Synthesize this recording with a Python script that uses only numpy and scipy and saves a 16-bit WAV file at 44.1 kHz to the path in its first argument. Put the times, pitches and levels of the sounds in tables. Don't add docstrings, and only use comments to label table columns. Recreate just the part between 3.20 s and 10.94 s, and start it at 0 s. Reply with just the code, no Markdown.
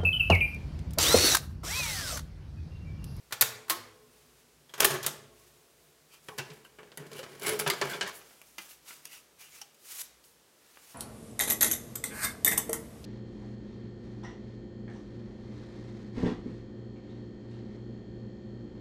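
import sys
import numpy as np
from scipy import signal
from scipy.fft import rfft, irfft, next_fast_len
from scipy.io import wavfile
from scipy.ndimage import uniform_filter1d, map_coordinates

SR = 44100
rng = np.random.default_rng(int(sys.argv[2]) if len(sys.argv) > 2 else 0)


def waveform_to_disk(signal):
    frames = np.transpose(np.atleast_2d(signal))
    scaled = np.clip(frames, -1, 1) * 32767
    samples = np.round(scaled).astype(np.int16)
    wavfile.write(sys.argv[1], SR, samples)


def gain_from_db(level_db):
    decades = np.asarray(level_db, float) / 20
    return 10 ** decades


N = 341533

# low edge in Hz, high edge in Hz.
EDGES_HZ = [(110, 700), (700, 2500), (2500, 8000), (8000, 16000)]
# pitch in Hz, width in Hz, level in dB.
SHELL = [(2400, 200, -2), (2850, 300, 3), (4800, 400, -3), (5750, 250, 0), (6500, 400, -1),
         (11000, 1200, -4)]


def band(x, lo_hz, hi_hz):
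    return signal.sosfilt(signal.butter(2, [lo_hz, hi_hz], "band", fs=SR, output="sos"), x)


def unit(x):
    return x / np.sqrt(np.mean(x ** 2))


def flutter(count, size):
    return unit(uniform_filter1d(uniform_filter1d(rng.standard_normal(count), size), size))


def ring(x, modes):
    out = 0
    for hz, db, t60 in modes:
        r = np.exp(-np.log(1000) / (t60 * SR))
        w = 2 * np.pi * hz / SR
        out = out + gain_from_db(db) * signal.lfilter([0, r * np.sin(w)], [1, -2 * r * np.cos(w), r * r], x)
    return out


def air():
    # frequency in Hz, density in dB per Hz.
    tone_spectrum = [(24, -37.5), (60, -13), (151, -4.5), (430, 2.5), (760, -4), (2050, -7), (6170, -9),
                     (16000, -12.5)]
    # pitch in Hz, level in dB, decay t60 in s.
    hum_modes = [(59.6, -79, 0.72), (148, -77, 0.13)]
    size = next_fast_len(N)
    hz, db = np.transpose(tone_spectrum)
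    shape = gain_from_db(np.interp(np.log(np.fft.rfftfreq(size, 1 / SR) + 1), np.log(hz), db))
    tone = unit(irfft(rfft(rng.standard_normal(size)) * shape, size)[:N])
    hum = 0
    for hz, db, t60 in hum_modes:
        hum = hum + gain_from_db(db) * unit(ring(rng.standard_normal(N), [(hz, 0, t60)]))
    fade = gain_from_db(-9.5 * np.linspace(-.5, .5, N))
    return gain_from_db(-63.5) * tone + hum * fade


def grit(count, spread_db, grain=12):
    size = gain_from_db(spread_db * np.minimum(rng.exponential(size=count // grain + 1), 3.5))
    return unit(np.repeat(size, grain)[:count] * rng.standard_normal(count))


def strike(blows, thump_db, spread_db=1.5):
    force, ms = np.zeros((4, N + 4096)), np.arange(4096) * 1000 / SR
    linger = np.array([[1.4], [1.0], [.8]])
    crack = gain_from_db(2.0) * np.exp(-ms / 0.48)
    for s, db, knock_db, tick_db, chatter_ms in blows:
        dying = np.exp(-(ms / (linger * max(chatter_ms, .5))) ** 0.94)
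        shape = crack + (1 - np.exp(-ms / 0.95)) * dying
        chatter = grit(4096, spread_db) * shape
        chatter *= np.sqrt(np.sum(shape ** 2) / np.sum(chatter ** 2))
        i, knock = int(s * SR), db + knock_db
        force[0, i] += gain_from_db(knock + thump_db + 14 - 0.2066 * (knock + 30))
        force[1:, i:i + 4096] += gain_from_db(db - 7.0 + np.array([[knock_db], [0], [tick_db]])) * chatter
    return force[:, :N]


def resonate(x, peaks, through_db=-3):
    out = gain_from_db(through_db) * x
    for hz, width, db in peaks:
        out = out + gain_from_db(db) * signal.lfilter(*signal.iirpeak(hz, hz / max(width, 60), fs=SR), x)
    return out * np.sqrt(np.sum(x ** 2) / np.sum(out ** 2))


def voice(force, peaks, through_db=-3):
    centres_hz = [350, 1150, 3900, 11000]
    size = next_fast_len(N)
    place = np.interp(np.log(np.fft.rfftfreq(size, 1 / SR) + 1), np.log(centres_hz), np.arange(4))
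    blend = 0
    for k in (1, 2, 3):
        lo, hi = EDGES_HZ[k]
        weight = np.sqrt(SR / 2 / (hi - lo)) * np.clip(1 - abs(place - k), 0, 1)
        blend = blend + weight * rfft(force[k], size)
    return resonate(irfft(blend, size)[:N], peaks, through_db)


def coils(x, modes):
    out = 0
    for mode in modes:
        dips_db = 10 * np.minimum(flutter(N, size=1500), .5)
        out = out + ring(x, [mode]) * gain_from_db(dips_db)
    return out


def key_levers():
    # start in seconds, clack peak in dB, knock re clack in dB, tick re clack in dB, chatter in ms.
    blows = [
        (.1086, -49, 5.5, -3, 31),
        (.1240, -21, -9, -3.5, 9.5),
        (.2106, -16.5, -5, 10, 6.3),
        (.2153, -6, -14, -1, 2.4),
        (.2216, -10, -13, 2.5, 3.3),
        (.2241, -12, -8, -3, 4.7),
        (.4815, -46, 3.5, 2, 13),
        (.494, -49, 1, 13, 13),
        (.4982, -19, -6, 4, 14.7),
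        (.5027, -20.5, -8, -3, 6.9),
    ]
    # pitch in Hz, width in Hz, level in dB.
    lever = [(1160, 1370, -2), (4330, 470, -12), (13100, 3800, -5)]
    # pitch in Hz, level in dB, decay t60 in s.
    spring_modes = [(117.4, -0.5, 0.858), (244, -21.5, 3.8), (318, -24.5, 0.295), (358, -24, 2.5),
                    (432, -14, 2.6), (497, -4.5, 1.5), (615, -16.5, 1.5), (1063, -15, 1.94)]
    force = strike(blows, thump_db=-15.5)
    return force, voice(force, lever) + gain_from_db(-26.0) * coils(force[0], spring_modes)


def hollow_case(force):
    # pitch in Hz, level in dB, decay t60 in s.
    case_modes = [(146, 0.5, 0.14), (170.4, -4.5, 0.25), (212.3, -3.5, 0.24), (276, -17, .15),
                  (365, -20, 0.22), (415, 4, 0.02), (415, 4, 0.037), (440, 4.5, 0.16), (491, 3.5, 0.16),
                  (565.4, -2, 0.21), (654, 6.5, 0.076)]
    panel_modes = [(610, -2, 0.04), (704, 4.5, 0.024), (877, -2.5, 0.06), (998, -3.5, 0.049),
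                   (1120, -1.5, 0.041), (1136, -7.5, 0.02), (1400, -12, 0.037), (1550, -21, 0.076),
                   (1800, -12, 0.119), (2010, -5, 0.04)]
    push, knock = force[:2]
    low = band(band(push, *EDGES_HZ[0]), 120, 2000)
    case = gain_from_db(-30.0) * ring(low, case_modes) + gain_from_db(10) * low
    return case + gain_from_db(-36.5) * ring(knock, panel_modes)


def damped_notes(rows, wobble):
    out, t = np.zeros(N + SR), np.arange(SR // 2) / SR
    for s, hz, db, t60 in rows:
        size = int(4 * SR / hz)
        phase = 2 * np.pi * np.cumsum(hz * (1 + wobble * flutter(len(t), size=size))) / SR
        level_db = db - 60 * t / t60 + 2.5 * flutter(len(t), size=size)
        swell = 1 - np.exp(-t * hz / 1.7)
        i = int(s * SR)
        out[i:i + len(t)] += gain_from_db(level_db) * swell * np.sin(phase)
    return out[:N]


def struck_notes():
    # start in seconds, pitch in Hz, peak in dB, decay t60 in s.
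    steel_rows = [(.2112, 13200, -7, .014), (0.21, 13300, -9, .012), (0.21, 4500, -8, .008),
                  (.2222, 14000, -17, .025), (1.66, 6500, -41, 0.46), (4.2915, 10200, -27, .05),
                  (4.268, 7700, -27.5, 0.034), (0.5, 11000, -33, .07), (1.707, 8800, -32, .05),
                  (1.708, 1800, -32, 0.052), (4.3984, 10100, -34, 0.12), (4.477, 10100, -36, 0.056),
                  (4.5005, 4800, -33, 0.13), (4.5005, 13200, -30, 0.036)]
    case_rows = [(.212, 458, -35, 0.27), (.500, 334, -41.5, 0.49), (.502, 1077, -30.5, 0.21),
                 (3.186, 137, -40, 0.24), (3.300, 155.5, -44, 0.15), (3.775, 148, -43.5, 0.47),
                 (4.396, 153, -39.5, 0.27), (4.466, 148, -30, 0.15), (4.616, 374, -31, 0.24),
                 (4.630, 142, -35, 0.24), (1.7, 140, -40, .4), (.56, 103, -53, 0.5),
                 (3.992, 538, -39, 0.15)]
    shell_rows = [(1.494, 3290, -50, 0.054), (3.084, 3250, -44, .05), (3.775, 10040, -42, .04),
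                  (3.086, 940, -38, 0.049), (3.187, 2710, -40, 0.25), (3.449, 1520, -52, 0.083),
                  (3.449, 2780, -52, .08), (3.586, 1120, -48, 0.072), (3.776, 1930, -40, 0.059),
                  (3.962, 2976, -50, 0.3), (4.036, 1303, -43, 0.068), (4.466, 3400, -37, 0.12),
                  (4.501, 2110, -27.5, 0.095), (4.501, 1210, -32.5, 0.17), (4.615, 1684, -31, 0.12),
                  (4.733, 3450, -38, 0.099), (4.813, 1600, -31, 0.14), (4.813, 3010, -29, 0.092),
                  (5.382, 2040, -38.5, 0.093), (5.382, 345, -46.5, 0.095), (5.383, 194, -44, 0.08),
                  (5.707, 2050, -56, 0.06), (5.856, 3390, -52, .06), (6.415, 805, -49.5, 0.089),
                  (6.415, 3030, -45, 0.071), (6.415, 5600, -38.5, 0.055)]
    return damped_notes(steel_rows, wobble=0.0086) + damped_notes(case_rows + shell_rows, wobble=0.032)


def singing(rows, width, steady):
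    out = np.zeros(N + SR)
    for s, length, from_hz, to_hz, db in rows:
        u = np.linspace(0, 1, int(np.clip(length, .01, .5) * SR))
        size = max(int(SR / (2 * width * from_hz)), 2)
        friction = flutter(SR // 2, size=size) + 1j * flutter(SR // 2, size=size)
        drive = steady + friction[:len(u)]
        phase = 2 * np.pi * np.cumsum(from_hz + (to_hz - from_hz) * u) / SR
        swell = np.sin(np.pi * u ** 0.63)
        i = int(s * SR)
        out[i:i + len(u)] += gain_from_db(db) * swell * unit((drive * np.exp(1j * phase)).real)
    return out[:N]


def rubbed_edges():
    # start in seconds, length in seconds, from Hz, to Hz, rms in dB.
    case_rows = [(.36, 0.17, 435, 430, -59), (.55, 0.41, 429.5, 429, -65), (.68, 0.5, 1063, 1055, -77.5),
                 (1.95, 0.57, 1094, 1094, -78), (1.625, 0.02, 410, 390, -33), (1.66, 0.033, 388, 390, -34),
                 (1.712, 0.024, 403, 406, -38), (1.735, 0.036, 383, 360, -35), (1.78, 0.049, 356, 405, -47),
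                 (3.09, 0.11, 463, 382, -54), (3.2, 0.05, 333, 428, -48), (3.29, 0.076, 432, 425, -53),
                 (3.59, 0.14, 440, 406, -59), (3.78, 0.11, 430.5, 393, -55),
                 (4.215, 0.036, 426, 420, -46.5), (4.265, 0.043, 420, 426, -38), (4.3, 0.08, 429, 429, -33),
                 (4.345, .05, 428, 436, -36.5), (4.405, 0.053, 436, 417, -35.5),
                 (4.465, 0.051, 381, 403, -35), (4.515, 0.026, 360, 400, -36.5),
                 (4.615, 0.042, 467, 393, -37.5), (4.705, 0.12, 431, 415, -51),
                 (4.83, 0.034, 401, 400, -42.5), (4.815, 0.064, 201, 186, -51), (1.85, 0.21, 149, 160, -57),
                 (3.915, 0.06, 450, 430, -50)]
    shell_rows = [(2.9, 0.11, 2530, 2570, -65), (2.9, .08, 4720, 4720, -70),
                  (2.91, 0.083, 3100, 3070, -65.5), (2.91, .06, 6140, 6200, -77),
                  (3.095, 0.076, 820, 816, -60), (3.095, 0.064, 1070, 1050, -54.5),
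                  (3.184, 0.029, 1600, 1660, -42), (4.225, 0.13, 2220, 2210, -40.5),
                  (4.25, 0.098, 9900, 10200, -41), (4.27, 0.061, 1498, 1460, -44),
                  (4.462, 0.057, 1037, 988, -37), (4.613, 0.037, 1100, 1043, -36.5),
                  (4.69, 0.097, 1500, 1600, -42), (4.7, 0.072, 2240, 2260, -46),
                  (4.855, .05, 1750, 1770, -43), (4.865, 0.058, 1066, 1100, -46),
                  (5.69, .05, 1360, 1510, -58), (5.85, 0.067, 2784, 2760, -59),
                  (5.9, 0.11, 2740, 2717, -57), (5.89, 0.093, 2040, 2090, -62),
                  (5.94, 0.035, 5800, 5740, -57), (6.185, 0.087, 2330, 2360, -61.5),
                  (6.21, 0.1, 2810, 2930, -61.5), (6.2, 0.056, 6590, 6540, -68),
                  (6.32, 0.12, 2160, 2880, -63.5), (6.33, .09, 5890, 5770, -63), (6.3, .1, 7050, 6980, -65),
                  (6.77, 0.066, 6800, 6900, -54), (6.77, 0.098, 11200, 11200, -49)]
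    return singing(case_rows, width=.03, steady=2.5) + singing(shell_rows, width=.09, steady=.3)


def slide(strokes, rasp_db, spread_db, flicker_db):
    power, t = np.zeros((4, N)), np.arange(N) / SR
    pressure = flutter(N, size=400)
    grains = grit(N, spread_db) * gain_from_db(flicker_db * pressure)
    for touch, hardest, lift, db, bright_db in strokes:
        before = (hardest - t) / max(hardest - touch, .005)
        after = (t - hardest) / np.clip(lift - hardest, .005, .6)
        away = np.maximum(before, after)
        near = away < 1.5
        away = away[near]
        colour_db = np.array([[-bright_db], [-bright_db], [rasp_db], [bright_db]])
        swell_db = -25.5 * away ** 1.215
        power[:, near] += np.minimum(3 - 2 * away, 1) ** 2 * gain_from_db(db + colour_db + swell_db) ** 2
    return np.sqrt(power) * grains


def sliding_fingers():
    # touch in s, hardest in s, lift in s, pressure in dB, brightness in dB.
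    reaches = [
        (.85, .95, 1.45, -70, 2),
        (1.0, 1.1, 1.3, -76, 2.2),
        (1.1, 1.2, 1.25, -70, 3),
        (2.08, 2.19, 2.9, -68.5, 3.6),
        (2.45, 2.64, 2.8, -78, 9.1),
        (2.86, 2.942, 3.02, -61, 1.2),
        (2.98, 3.05, 3, -69, 5),
    ]
    turns = [(4.894, 5.06, 5.56, -64, 3), (5.097, 5.272, 7.2, -72.5, 9), (5.358, 5.41, 5.55, -59, 5.5),
             (5.39, 5.51, 5.6, -58, 6.5), (5.628, 5.688, 5.85, -52, 3.5), (5.797, 5.876, 5.85, -57.5, 3),
             (5.87, 5.934, 6.06, -54, 3.5), (6.166, 6.208, 6.4, -56.5, 3), (6.25, 6.364, 6.5, -58.5, 3.5),
             (6.587, 6.712, 6.89, -51, 6), (6.695, 6.819, 6.67, -45.5, 7), (7.025, 7.045, 7.2, -69.5, 11),
             (7.25, 7.497, 9.8, -67.5, 0.5), (7.405, 7.746, 8.2, -59.5, 4.5)]
    skin = gain_from_db(-1.0) * slide(reaches + turns, rasp_db=1.5, spread_db=-2.0, flicker_db=1.23)
    return voice(skin, SHELL, through_db=13.0)


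def door():
    # start in seconds, clack peak in dB, knock re clack in dB, tick re clack in dB, chatter in ms.
    blows = [(1.494, -49.5, -3, -10, 15), (1.5378, -31, -5, -11.5, 13.5), (1.5793, -37, 0, -5, 14),
             (1.589, -42, 8, -8, 8), (1.6003, -28.5, 3, 3, 6.5), (1.6042, -7.5, -5.5, 1.5, 4.4),
             (1.6198, -18.5, 1.5, -6, 10), (1.6306, -18, 0, -12, 7.1), (1.6454, -13.5, -11, 6.5, 4),
             (1.6482, -5.5, -3.5, -3, 1.9), (1.6508, -10, -5.5, 5.5, 4.8), (1.6682, -33, 3, -23, 1.4),
             (1.7045, -26, -2, -3.5, 21), (1.7402, -32.5, 3.5, 0.5, 17), (1.752, -33, 3.5, -15, 9.2),
             (1.8295, -29, -10.5, -2.5, 16), (1.843, -27.5, -4, -16, 13), (1.8637, -15.5, -8, 3.5, 5.8),
             (1.8785, -29.5, 0.5, 1.5, 8)]
    # pitch in Hz, width in Hz, level in dB.
    door_peaks = [(1100, 200, -10), (1500, 720, -8), (3220, 430, -8.5), (6530, 250, -8.5),
                  (9000, 1200, -19), (10100, 370, -9), (12700, 2400, -5.5)]
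    force = strike(blows, thump_db=-10)
    return force, voice(force, door_peaks)


def door_springs(push):
    # pitch in Hz, level in dB, decay t60 in s.
    spring_modes = [(109, -19, 1.4), (136.7, 0, 0.93), (245.2, -10, 1.3), (358, -28, 5),
                    (426.2, -19.5, 2.7), (565, -23, 1.6), (667, -24, 3.5), (1094, -25, 1.43)]
    return gain_from_db(-35.0) * coils(push, spring_modes)


def holder():
    # start in seconds, clack peak in dB, knock and tick re clack in dB, chatter in ms.
    grip_blows = [(3.0856, -35, 7, -6.5, 6), (3.1795, -37, 1, -2, 8.9), (3.184, -24.5, -2, -5, 6.8),
                  (3.1915, -29.5, 1.5, -12, 10), (3.3019, -38.5, -10, -32.5, 7.7),
                  (3.316, -48, 6, -20, 6.1), (3.4479, -51.5, 5.5, 0, 12), (3.5866, -50, 12.5, -22, 14),
                  (3.6316, -47.5, 9, -39, 3.8), (3.7181, -41.5, 2, -27, 4.9), (3.7737, -33.5, 2, 3.5, 4.9),
                  (3.8663, -49, -10, -1, 10), (3.9165, -41, 3, -6, 5.1), (3.931, -35.5, -15, -7, 6),
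                  (3.9616, -50.5, -7, 2.5, 67), (3.983, -40, -3, -4, 5), (3.9915, -34, 0, -8, 8),
                  (4.030, -37.5, 3.5, -12, 5.8), (4.0375, -36, -1, -13, 8.1), (4.0628, -55, 17, -15, 9.3)]
    pull_blows = [(4.1972, -40, -4, 5.5, 3.5), (4.2135, -42, 4, 0, 8), (4.221, -34, 1, 0, 4.6),
                  (4.2314, -38, 6, 6, 17), (4.248, -32.5, 5, -12, 10), (4.2632, -26, -4, 0, 12),
                  (4.2815, -25.5, -1, 0, 5.9), (4.2685, -25.5, -3, -1, 8), (4.292, -23, 1.5, 1, 6),
                  (4.304, -39, -11, -6, 3.9), (4.318, -39, -5, -6, 4.6), (4.343, -37, -4, -6, 4),
                  (4.334, -34, 9, 2, 5.6), (4.3893, -40, -5, 6, 3), (4.3921, -27.5, 2.5, 7, 4.3),
                  (4.3973, -22, 1, 5, 6.1), (4.408, -29, -2, -2, 7.3), (4.4197, -33.5, 13, -16, 2.2),
                  (4.4634, -26.5, 10.5, -18, 11), (4.4705, -26, 2, -12, 6.7), (4.4755, -19.5, -2, -5, 6.4),
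                  (4.484, -30, 0, -8, 4.4), (4.5001, -14.5, -6, -4, 6.5), (4.516, -31, -14, -12, 5),
                  (4.535, -30.5, 5, -6, 5.4), (4.6142, -17, -1.5, -14.5, 4.1), (4.619, -25.5, 6, -16, 10.6),
                  (4.6391, -29.5, 5, -24, 3.6), (4.654, -32.5, 10.5, -10, 3.9), (4.669, -37, 12, -17, 12),
                  (4.6969, -35, -1, -1.5, 29), (4.712, -36, -2, -8, 5), (4.751, -38, -2, -8, 5.1),
                  (4.7328, -32.5, 2.5, -20, 22), (4.8107, -18.5, -2.5, -26, 9.4), (4.8265, -29, 1, -17, 12),
                  (4.8634, -33, 0, -23, 24), (4.8751, -35, -16, -3.5, 15), (4.893, -34, -3, -5, 4)]
    # touch in s, hardest in s, lift in s, pressure in dB, brightness in dB.
    strokes = [(3.0, 3.06, 4.4, -63.5, 4), (3.12, 3.26, 3.65, -60.5, -6), (3.3, 3.34, 3.44, -56, 0),
               (3.585, 3.6, 4.04, -74.5, -18), (3.77, 3.79, 4, -58, -12.5), (3.86, 3.96, 4.1, -49, -5),
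               (4.0, 4.11, 4.64, -53.5, -4), (4.2, 4.284, 4.455, -35.5, -3), (4.4, 4.68, 5.05, -48, 0),
               (4.6, 4.77, 4.3, -52.5, -10), (4.88, 4.97, 5.03, -60, 16.5)]
    # pitch in Hz, width in Hz, level in dB.
    holder_peaks = [(1600, 360, -11), (2280, 150, -4.5), (3020, 240, -5), (4530, 1400, -11),
                    (7500, 630, -11.5), (10170, 930, -5), (12700, 1300, -10)]
    scrape = gain_from_db(-5.5) * slide(strokes, rasp_db=-0.5, spread_db=1.0, flicker_db=2.0)
    scrape[0] *= gain_from_db(-4.5)
    force = strike(grip_blows, thump_db=-11.5) + strike(pull_blows, thump_db=-14.5) + scrape
    return force, voice(force, holder_peaks)


def loose_reels():
    # start in seconds, clack peak in dB, knock re clack in dB, tick re clack in dB, chatter in ms.
    blows = [(5.014, -45, 2, -28, 3.7), (5.109, -68, 23.5, -15, 4.6), (5.2157, -50.5, 11.5, 10.5, 3.5),
             (5.382, -31, -1, -6, 10.2), (5.5092, -48, -2, -12, 11), (5.7069, -42, 10.5, -15, 3.5),
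             (5.8541, -37, 0.5, 8.5, 3.2), (6.4145, -37, -4.5, -1, 8), (6.545, -53, -19, 2, 6.9),
             (7.0404, -49.5, -25.5, -13, 5.6), (7.559, -56, 3, -19, 4.2), (7.5722, -57.5, 21.5, -12, 2.4)]
    force = strike(blows, thump_db=-15)
    thump = band(band(force[0], *EDGES_HZ[0]), 140, 2200)
    return voice(force, SHELL) + gain_from_db(14.0) * thump


def room(x, wet_db=-10, gap_ms=2.5):
    # frequency in Hz, decay t60 in s.
    room_decay = [(300, 0.79), (1800, 0.56), (5000, 0.44), (13000, 0.27)]
    t = np.arange(int(.7 * SR)) / SR
    edges = [60, 700, 3000, 8000, 18000]
    tail = 0
    for k, (hz, t60) in enumerate(room_decay):
        tail = tail + band(rng.standard_normal(len(t)), edges[k], edges[k + 1]) * gain_from_db(-60 * t / t60)
    tail = tail * np.clip(t * 1000 / gap_ms - 1, 0, 1)
    wet = gain_from_db(wet_db) * signal.fftconvolve(x, tail / np.sqrt(np.sum(tail ** 2)))[:N]
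    drift_ms = .06 * flutter(N, size=120)
    return map_coordinates(wet, [np.arange(N) + drift_ms * SR / 1000], mode="mirror")


def scene():
    floor = air()
    key_force, key_sound = key_levers()
    door_force, door_sound = door()
    holder_force, holder_sound = holder()
    machine = key_sound + door_sound + holder_sound
    machine = machine + hollow_case(key_force + door_force + holder_force)
    machine = machine + door_springs(door_force[0] + 0.18 * holder_force[0])
    near = machine + sliding_fingers() + loose_reels()
    tones = struck_notes() + rubbed_edges()
    return (near + tones + room(near + 0.38 * tones) + floor)[None]


def top_cut(x):
    return signal.sosfilt(signal.butter(12, 16800, fs=SR, output="sos"), x)


def record(dry):
    mic = signal.sosfilt(signal.butter(4, 48, "high", fs=SR, output="sos"), dry)
    mic = signal.sosfilt(signal.butter(2, 15000, fs=SR, output="sos"), mic)
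    mic = .64 * np.tanh(mic / .64)
    cut = signal.sosfilt(signal.ellip(8, .2, 45, 15900, fs=SR, output="sos"), mic)
    return top_cut(cut)


dry = scene()
out = record(dry)
waveform_to_disk(out)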